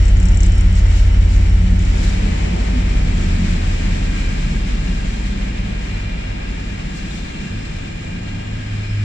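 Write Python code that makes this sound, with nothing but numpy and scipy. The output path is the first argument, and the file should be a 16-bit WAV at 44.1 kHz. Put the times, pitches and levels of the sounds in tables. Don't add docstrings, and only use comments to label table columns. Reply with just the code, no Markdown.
import sys
import numpy as np
from scipy import signal
from scipy.fft import rfft, irfft, next_fast_len
from scipy.io import wavfile

SR = 44100
rng = np.random.default_rng(int(sys.argv[2]) if len(sys.argv) > 2 else 0)


def materialize(psi):
    bounded = np.clip(np.atleast_2d(psi).T, -1, 1)
    quanta = np.round(bounded * 32767).astype(np.int16)
    wavfile.write(sys.argv[1], SR, quanta)


N = 398654
SECONDS = np.arange(N) / SR
SIZE = next_fast_len(N)
HZ = np.maximum(np.arange(SIZE // 2 + 1) * SR / SIZE, 1)

# pitch_hz, likeness (0 to 1)
CHANNEL_LIKENESS = [(120, 1), (200, .93), (300, .77), (450, 0), (600, .8), (1000, .7), (1300, .13),
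                    (3000, .2), (9000, .3)]
# pitch_hz, lead_rad
LEFT_LEAD = [(340, 0.61), (600, 3.84), (1030, 2.64), (1810, 6.2), (3010, 10.26), (6120, 20.8),
             (8960, 29.85)]
# pitch_hz, balance_db
LEFT_BALANCE = [(300, 0), (420, -1), (550, 1), (800, 2), (1250, 1), (2400, 1), (4600, 5), (7100, 7),
                (8300, 3.5), (10000, -3.5)]

# pitch_hz, relative_db_per_hz
GROUND_SPECTRUM = [(14, -25), (22, -3), (38, -1), (58, 7.5), (72, 4.5), (95, 6.5), (130, -47), (200, -110)]
# time_s, level_db
GROUND_LEVEL = [(0, -31), (2.5, -37), (5, -42), (7, -36), (9.04, -41.5)]

# pitch_hz, half_width_hz, relative_db
RAIL_MODES = [(2395, 150, 0)]
# time_s, level_db
RAIL_LEVEL = [(1.6, -68), (2.1, -46), (2.8, -48), (4.3, -43.5), (5.2, -68)]

# start_s, level_db, pitch_hz, left_over_right_db
COUPLING_CLINKS = [(2.07, -36, 4100, 7), (6.81, -43, 5300, 7), (7.11, -38, 3650, 4)]

# pitch_hz, half_width_hz, relative_db
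LOCO_PANELS = [(182, 4.5, -2.5), (332, 24, -21.5), (639.3, 17.5, -27.5)]
# pitch_hz, half_width_hz, relative_db
WAGON_PANELS = [(44, 5.8, -7.5), (102, 8.1, -5.5), (199.6, 4.4, -6.5), (211.7, 9.1, -3)]
# time_s, locomotive_level_db, wagon_level_db
PANEL_LEVELS = [(0, -34, -66), (1.1, -37, -51), (2.5, -32, -47), (3.4, -35.5, -38.5), (5.2, -40.5, -34.5),
                (5.9, -43.5, -41), (6.6, -48, -47), (7.5, -44.5, -43.5), (9.04, -40, -47)]

# centre_s, half_length_s, level_db, pitch_hz
FRAME_BOOMS = [(0.246, 0.077, -23, 182), (0.443, 0.1, -40.5, 319), (0.47, .07, -25, 180.9),
               (0.543, 0.05, -41.5, 360), (.68, 0.086, -42.5, 317.5), (0.756, 0.15, -30, 184.4),
               (1.345, 0.072, -32.5, 186), (1.374, 0.095, -36, 250.3), (1.685, 0.14, -25, 181),
               (2.004, 0.14, -31.5, 181.7), (2.278, 0.055, -26.5, 203.8), (2.304, 0.17, -44, 437),
               (2.3, 0.12, -30.5, 151), (2.476, 0.071, -28.5, 155), (2.52, 0.11, -25.5, 178),
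               (2.767, 0.048, -26, 252), (2.824, 0.046, -26, 182.4), (3.163, 0.058, -22.5, 185.1),
               (3.406, 0.078, -27.5, 214.5), (3.437, 0.096, -24, 171.2), (4.218, 0.11, -40.5, 297.5),
               (4.488, 0.2, -30, 131.3), (4.52, 0.11, -36, 164.4), (4.7, 0.08, -31.5, 184.5),
               (4.903, 0.025, -24, 179.5), (5.335, 0.077, -29.5, 197), (5.66, 0.062, -30.5, 102),
               (5.697, 0.32, -35.5, 197.7), (6.003, 0.12, -28.5, 99.4), (6.3, 0.065, -30.5, 101.3),
               (6.738, 0.066, -30.5, 100), (7.55, 0.084, -30.5, 102), (7.897, 0.085, -31, 102)]
BOOM_WAVER_HZ = 1.505

HUM_HZ, HUM_END_DB, HUM_DB_PER_S = 103.5, -18.5, 17

# time_s, rumble_db, roar_db, rolling_db, hiss_db
TRAIN_LEVELS = [(0, -28, -39, -39, -44), (.9, -30, -38.5, -39, -46), (1.8, -26, -40.5, -39.5, -45),
                (2.15, -24, -35.5, -35.5, -42), (2.8, -24.5, -36, -36.5, -43.5),
                (3.3, -23.5, -38, -35.5, -42.5), (3.7, -25.5, -37.5, -36.5, -42.5),
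                (4.0, -25, -38, -36, -42), (4.45, -24.5, -39.5, -37.5, -43), (5.3, -28, -40, -39, -45.5),
                (5.5, -27.5, -40, -38.5, -47), (6.2, -30, -41, -39.5, -50), (7.4, -27.5, -43, -40.5, -47.5),
                (8.3, -29.5, -42.5, -41.5, -49.5), (9.04, -32, -46, -40.5, -50)]
# pitch_hz, relative_db_per_hz
RUMBLE_SPECTRUM = [(15, -12.5), (40, -6), (58, -1), (74, -0.5), (100, -4), (120, -6.5), (140, -2.5),
                   (185, 0), (230, -5), (300, -12), (420, -20.5), (520, -66), (800, -110)]
# pitch_hz, relative_db_per_hz
ROAR_SPECTRUM = [(220, -10), (380, -4), (430, -6), (520, -5), (650, -6.5), (765, -6), (865, -8), (905, -6),
                 (1020, -13.5), (1350, -22.5), (1760, -53), (2970, -120)]
# pitch_hz, relative_db_per_hz
WAGON_ROLLING_SPECTRUM = [(740, -12), (1250, -4.5), (1450, -5.5), (1800, -1.5), (2340, -0.5), (2640, -3.5),
                          (2820, -6), (3050, -5.5), (3500, -10.5), (3800, -11), (4700, -16), (6110, -24.5),
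                          (10300, -120)]
# pitch_hz, relative_db_per_hz
LOCO_ROLLING_SPECTRUM = [(740, -17), (1150, -8), (1320, -1), (1700, -1.5), (1900, 1), (2350, 1.5),
                         (2450, -2.5), (2900, -3), (3150, -6), (3550, -13.5), (3850, -11), (4700, -22.5),
                         (6110, -31), (10300, -120)]
# pitch_hz, relative_db_per_hz
HISS_SPECTRUM = [(1500, -62), (2600, -3.5), (4400, -2.5), (5650, -4), (6340, -5.5), (6900, -4), (7560, -5),
                 (7950, -6.5), (8300, -12), (9250, -15), (9900, -29), (11000, -51), (14000, -94.5)]
# pitch_hz, relative_db_per_hz
TOP_SPECTRUM = [(8500, -30), (9800, -1.5), (12000, -5), (15000, -12)]
# centre_s, half_length_s, rise_db
HISS_SURGES = [(0.215, .03, -2), (0.446, 0.035, 4.5), (0.784, 0.032, 6), (0.973, 0.059, 6),
               (1.332, 0.054, 4), (2.048, 0.082, 4.5), (3.24, 0.092, 1.5), (5.203, .08, 1.5),
               (5.873, 0.055, 2.5), (6.618, 0.087, 2), (6.974, 0.039, 5.5), (7.15, 0.11, 4.5)]
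TOP_UNDER_DB, TOP_SURGE = -28, 1.8
WAGONS_ARRIVE_S, ARRIVAL_S = 1.89, 0.28

# pitch_hz, half_width_hz, relative_db
WHEEL_MODES = [(1230, 55, -9), (1608, 42, .5), (1670, 70, -4), (2392, 70, 1), (2735, 35, -2),
               (2815, 45, -2.5), (3238, 58, -5), (3605, 95, -8), (4095, 66, -7), (5110, 190, -13),
               (7220, 200, -16)]
# time_s, gain_db
WHEEL_GAIN = [(0, -25), (4, -2), (5.6, -2), (9.04, -2)]
WHEEL_NOISE_DB, SINGING_DB = -40, -43
SINGING_SPREAD = .5

# pitch_hz, waver_hz, relative_db, left_over_right_db
WHINES = [(443, 2, -7, 4), (893, 5, 0, 3), (2345, 8, -1.5, 0), (3025, 13, 3, 3), (5530, 38, -4.5, 6)]
# time_s, level_db, pitch_factor
WHINE_COURSE = [(0, -50, 1.012), (.35, -50, 1.003), (.9, -51, 1), (1.8, -54.5, .995), (3.2, -57, .991),
                (5, -78, .99)]

# start_s, relative_db, pitch_hz
VALVE_TICKS = [(0.024, -33, 6840), (0.0525, -26, 6780), (0.0807, -26, 7340), (0.169, -33, 6560),
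               (0.1984, -23.5, 7200), (0.2274, -26, 7050), (0.2548, -22.5, 7160), (0.285, -26, 6770),
               (0.3157, -34, 6800), (0.3451, -27, 7360), (0.372, -24, 7300), (0.404, -23, 6860),
               (0.432, -20, 7200), (0.4618, -26, 7560), (0.5207, -27, 7800), (0.5506, -30, 7050),
               (0.579, -30, 7090), (0.608, -28, 6960), (0.7262, -35, 7370), (0.7534, -31, 7290),
               (0.7846, -31, 6680), (0.9253, -34, 7300), (1.3623, -31, 6570), (1.4945, -31, 7040),
               (1.7918, -32, 6690), (1.8213, -29, 7090), (1.8502, -30, 6900)]
TICK_LEFT_DB, TICK_LEFT_DB_PER_S = 16.5, -2.5
TICK_BRIGHT_HZ, TICK_BRIGHT_DB = 8700, -23
TICK_BRIGHT_S, TICK_BRIGHT_HALF_S, TICK_BRIGHT_RISE_DB = 0.587, 0.052, 22.5
TICK_TAIL_HZ, TICK_TAIL_DB, TICK_TAIL_S = 7490, -12.5, 0.016

# time_s, turns_per_s
CRANK_SPEED = [(0, 5.74), (.9, 5.70), (1.5, 5.63), (4.2, 5.64), (4.9, 5.80), (5.7, 5.69), (6.6, 5.60),
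               (8, 5.25), (9.04, 5.1)]
# order (cycles per turn), near_level_db
STRONG_ORDERS = [(6, -14), (7, -23.5), (8, -26), (9, -12), (15, -16)]
WEAK_ORDERS = [(4, -34), (5, -33), (10, -30), (11, -25), (12, -29), (13, -27), (14, -28), (16, -21),
               (17, -22), (18, -22.5), (19, -29), (20, -35), (30, -33)]
# time_s, gain_db
EXHAUST_RECEDING = [(0, 0), (1.5, -0.5), (3.3, -3), (4.7, -9.5), (6.2, -14.5), (7.2, -18.5), (9.04, -18)]
# order, centre_s, half_length_s, depth_db
ROOF_CANCELS = [(6, 1.7, .6, 4), (6, 2.58, .24, 17), (6, 4.7, .6, -2.5), (6, 5.6, .3, 1), (7, 1.7, .3, 6),
                (7, 2.95, .55, 15), (8, 3.5, 1.3, 15), (9, .6, .3, 2.5), (9, 2.3, .4, 7),
                (9, 3.48, .32, 21), (9, 4.27, .25, 7), (9, 8.2, .9, 10), (15, 2.05, .3, 5),
                (15, 2.75, .38, 9), (15, 5.8, 1.15, 26), (15, 8.6, 1.2, 14), (15, 0, .5, 2)]
EXHAUST_LAG_S = .00026
ORDER_SLIP_RAD = .45

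KNEE, CEILING, CUTOFF_HZ = .6, .84, 15600


def from_db(db):
    return 10 ** (np.asarray(db) / 20)


def rms_one(x):
    return x / np.sqrt(np.mean(x ** 2) + 1e-20)


def in_time(rows):
    time_s, *columns = np.transpose(rows)
    return [np.interp(SECONDS, time_s, column) for column in columns]


def at_hz(points):
    pitch_hz, value = np.transpose(points)
    return np.interp(np.log(HZ), np.log(pitch_hz), value)


def drift(rate_hz):
    step = 40
    pole = np.exp(-2 * np.pi * step * rate_hz / SR)
    white = rng.standard_normal(N // step + 2002)
    slow = rms_one(signal.lfilter([1], [1, -2 * pole, pole * pole], white)[2000:])
    return np.interp(np.arange(N) / step, np.arange(len(slow)), slow)


def swell(centre_s, half_s):
    return np.exp(-np.abs((SECONDS - centre_s) / half_s) ** 1.5)


def pan(left_over_right_db):
    return from_db(left_over_right_db * np.array([[.5], [-.5]]))


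def narrow_band(x, pitch_hz, ratio, order):
    edges = [pitch_hz / ratio, pitch_hz * ratio]
    return signal.sosfilt(signal.butter(order, edges, "band", fs=SR, output="sos"), x)


def strike(t, rise_s, decay_s):
    return (1 - np.exp(-t / rise_s)) * np.exp(-t / decay_s)


def stereo_noise(gain):
    shared, left, right = rfft(rng.standard_normal((3, SIZE)))
    alike = np.clip(at_hz(CHANNEL_LIKENESS), 0, 1)
    pitch_hz, lead_rad = np.transpose(LEFT_LEAD)
    late = shared * np.exp(-1j * np.interp(HZ, [0, *pitch_hz], [0, *lead_rad]))
    common = np.sqrt(alike) * np.array([shared, late])
    pair = common + np.sqrt(1 - alike) * np.array([left, right])
    tilt = from_db(at_hz(LEFT_BALANCE) / 2)
    out = irfft(pair * gain * [tilt, 1 / tilt], SIZE)[:, :N]
    return out / np.sqrt(np.mean(out.mean(axis=0) ** 2))


def coloured(spectrum):
    return stereo_noise(from_db(at_hz(spectrum)))


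def ringing(modes, swell_db=2.0):
    out = 0
    for pitch_hz, half_width_hz, relative_db in modes:
        peak = np.exp(-((HZ - pitch_hz) / half_width_hz) ** 2)
        gain = from_db(relative_db + swell_db * drift(1.84))
        out = out + gain * np.sqrt(half_width_hz) * stereo_noise(peak)
    return rms_one(out)


def ground():
    return from_db(in_time(GROUND_LEVEL)[0]) * coloured(GROUND_SPECTRUM)


def rail():
    return from_db(in_time(RAIL_LEVEL)[0]) * ringing(RAIL_MODES)


def clinks():
    out, t = np.zeros((2, N)), np.arange(SR // 10) / SR
    for start_s, level_db, pitch_hz, balance_db in COUPLING_CLINKS:
        noise = rng.standard_normal((2, len(t)))
        ring = rms_one(narrow_band(noise, pitch_hz, 1.05, 2)) * np.exp(-t / 0.012)
        i = round(start_s * SR)
        out[:, i:i + len(t)] += from_db(level_db) * pan(balance_db) * ring
    return out


def panels():
    loco_db, wagons_db = in_time(PANEL_LEVELS)
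    return from_db(loco_db) * ringing(LOCO_PANELS) + from_db(wagons_db) * ringing(WAGON_PANELS)


def frame_booms():
    out, waver = np.zeros(N), np.cumsum(BOOM_WAVER_HZ * drift(3.04)) / SR
    for centre_s, half_s, level_db, pitch_hz in FRAME_BOOMS:
        first = max(int((centre_s - 4 * half_s) * SR), 0)
        last = min(int((centre_s + 4 * half_s) * SR), N)
        i = np.arange(first, last)
        gain = from_db(level_db) * np.exp(-((i / SR - centre_s) / half_s) ** 2)
        cycles = pitch_hz * i / SR + waver[i] + rng.random()
        out[i] += np.sqrt(2) * gain * np.sin(2 * np.pi * cycles)
    return out


def low_hum():
    level_db = HUM_END_DB + HUM_DB_PER_S * (np.arange(N) - N) / SR + 1.2 * drift(7.0)
    cycles = np.cumsum(HUM_HZ + 0.51 * drift(1.7)) / SR
    return np.sqrt(2) * from_db(level_db) * np.sin(2 * np.pi * cycles)


def singing():
    out = 0
    for pitch_hz, half_width_hz, relative_db in WHEEL_MODES[1:9]:
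        for _ in range(3):
            wander_hz = SINGING_SPREAD * half_width_hz * drift(.8)
            cycles = np.cumsum(pitch_hz + wander_hz) / SR + rng.random((2, 1))
            out = out + from_db(relative_db + 3.5 * drift(1.1)) * np.sin(2 * np.pi * cycles)
    return from_db(SINGING_DB) * rms_one(out)


def wheels():
    noisy = from_db(WHEEL_NOISE_DB) * ringing(WHEEL_MODES, swell_db=2.5)
    return from_db(in_time(WHEEL_GAIN)[0]) * (noisy + singing())


def rolling_noise(rolling_db, clatter):
    share = 1 / (1 + np.exp((WAGONS_ARRIVE_S - SECONDS) / ARRIVAL_S))
    loco = np.sqrt(1 - share) * coloured(LOCO_ROLLING_SPECTRUM)
    flat = np.sqrt(share) * coloured(WAGON_ROLLING_SPECTRUM)
    return from_db(rolling_db + 0.61 * clatter) * (loco + flat)


def hiss(hiss_db, clatter):
    surge_db = sum(rise_db * swell(centre_s, half_s) for centre_s, half_s, rise_db in HISS_SURGES)
    top_db = hiss_db + TOP_UNDER_DB + TOP_SURGE * surge_db + 1.9 * clatter
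    body_db = hiss_db + surge_db + 0.73 * clatter + 0.2 * drift(4.0)
    return from_db(top_db) * coloured(TOP_SPECTRUM) + from_db(body_db) * coloured(HISS_SPECTRUM)


def wagons():
    rumble_db, roar_db, rolling_db, hiss_db = in_time(TRAIN_LEVELS)
    clatter = drift(12.0)
    rumble = from_db(rumble_db) * coloured(RUMBLE_SPECTRUM)
    roar = from_db(roar_db + .5 * drift(23)) * coloured(ROAR_SPECTRUM)
    return rumble + roar + rolling_noise(rolling_db, clatter) + hiss(hiss_db, clatter) + wheels()


def whines():
    level_db, pitch_factor = in_time(WHINE_COURSE)
    out = 0
    for pitch_hz, waver_hz, relative_db, balance_db in WHINES:
        phase = 2 * np.pi * np.cumsum(pitch_hz * pitch_factor + waver_hz * drift(25)) / SR
        late = phase - np.interp(pitch_hz, *np.transpose(LEFT_LEAD))
        flutter_db = 3 * np.array([drift(6.0), drift(6.0)])
        out = out + from_db(relative_db + flutter_db) * pan(balance_db) * np.sin([phase, late])
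    return np.sqrt(2) * from_db(level_db) * out


def valve_ticks():
    out, t = np.zeros((2, N)), np.arange(SR // 20) / SR
    casing = signal.butter(6, [5200, 8100], "band", fs=SR, output="sos")
    for start_s, relative_db, pitch_hz in VALVE_TICKS:
        noise = rng.standard_normal((2, len(t)))
        low, bright, tail = (rms_one(narrow_band(noise, hz, 1.045, 3))
                             for hz in (pitch_hz, TICK_BRIGHT_HZ, TICK_TAIL_HZ))
        moment = np.exp(-((start_s - TICK_BRIGHT_S) / TICK_BRIGHT_HALF_S) ** 2)
        bright_db = TICK_BRIGHT_DB + TICK_BRIGHT_RISE_DB * moment
        ring = (low + from_db(bright_db) * bright) * strike(t, 0.002, 0.0053)
        sizzle = from_db(TICK_TAIL_DB) * tail * strike(t, 0.0032, TICK_TAIL_S)
        snap = 3.2 * signal.sosfilt(casing, noise) * strike(t, .0006, 0.0025)
        gain = from_db(relative_db - 8.0) * pan(TICK_LEFT_DB + TICK_LEFT_DB_PER_S * start_s)
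        i = round(start_s * SR)
        out[:, i:i + len(t)] += gain * (ring + sizzle + snap)
    return out


def exhaust():
    turn = 2 * np.pi * np.cumsum(in_time(CRANK_SPEED)[0]) / SR
    receding_db = in_time(EXHAUST_RECEDING)[0]
    out, power = 0, 0
    for order, near_db in STRONG_ORDERS:
        cancel_db = sum(depth_db * swell(centre_s, half_s)
                        for k, centre_s, half_s, depth_db in ROOF_CANCELS if k == order)
        gain = np.sqrt(2) * from_db(near_db + receding_db - cancel_db)
        out = out + gain * np.sin(order * turn + order + ORDER_SLIP_RAD * drift(0.38))
        power = power + gain ** 2
    strong = np.sqrt(power)
    for order, relative_db in WEAK_ORDERS:
        phase = order * turn + 0.55 * drift(0.23) + rng.uniform(0, 2 * np.pi)
        out = out + strong * from_db(relative_db + 3 * drift(1.2)) * np.sin(phase)
    return np.array([out, np.interp(SECONDS - EXHAUST_LAG_S, SECONDS, out)])


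def scene():
    background = ground() + rail() + clinks() + panels() + frame_booms() + low_hum()
    return background + wagons() + whines() + valve_ticks() + exhaust()


def record(dry):
    room = CEILING - KNEE
    over = np.maximum(np.abs(dry) - KNEE, 0)
    rounded = dry - np.sign(dry) * (over - room * np.tanh(over / room))
    return signal.sosfilt(signal.cheby2(16, 70, CUTOFF_HZ, fs=SR, output="sos"), rounded)


dry = scene()
out = record(dry)
materialize(out)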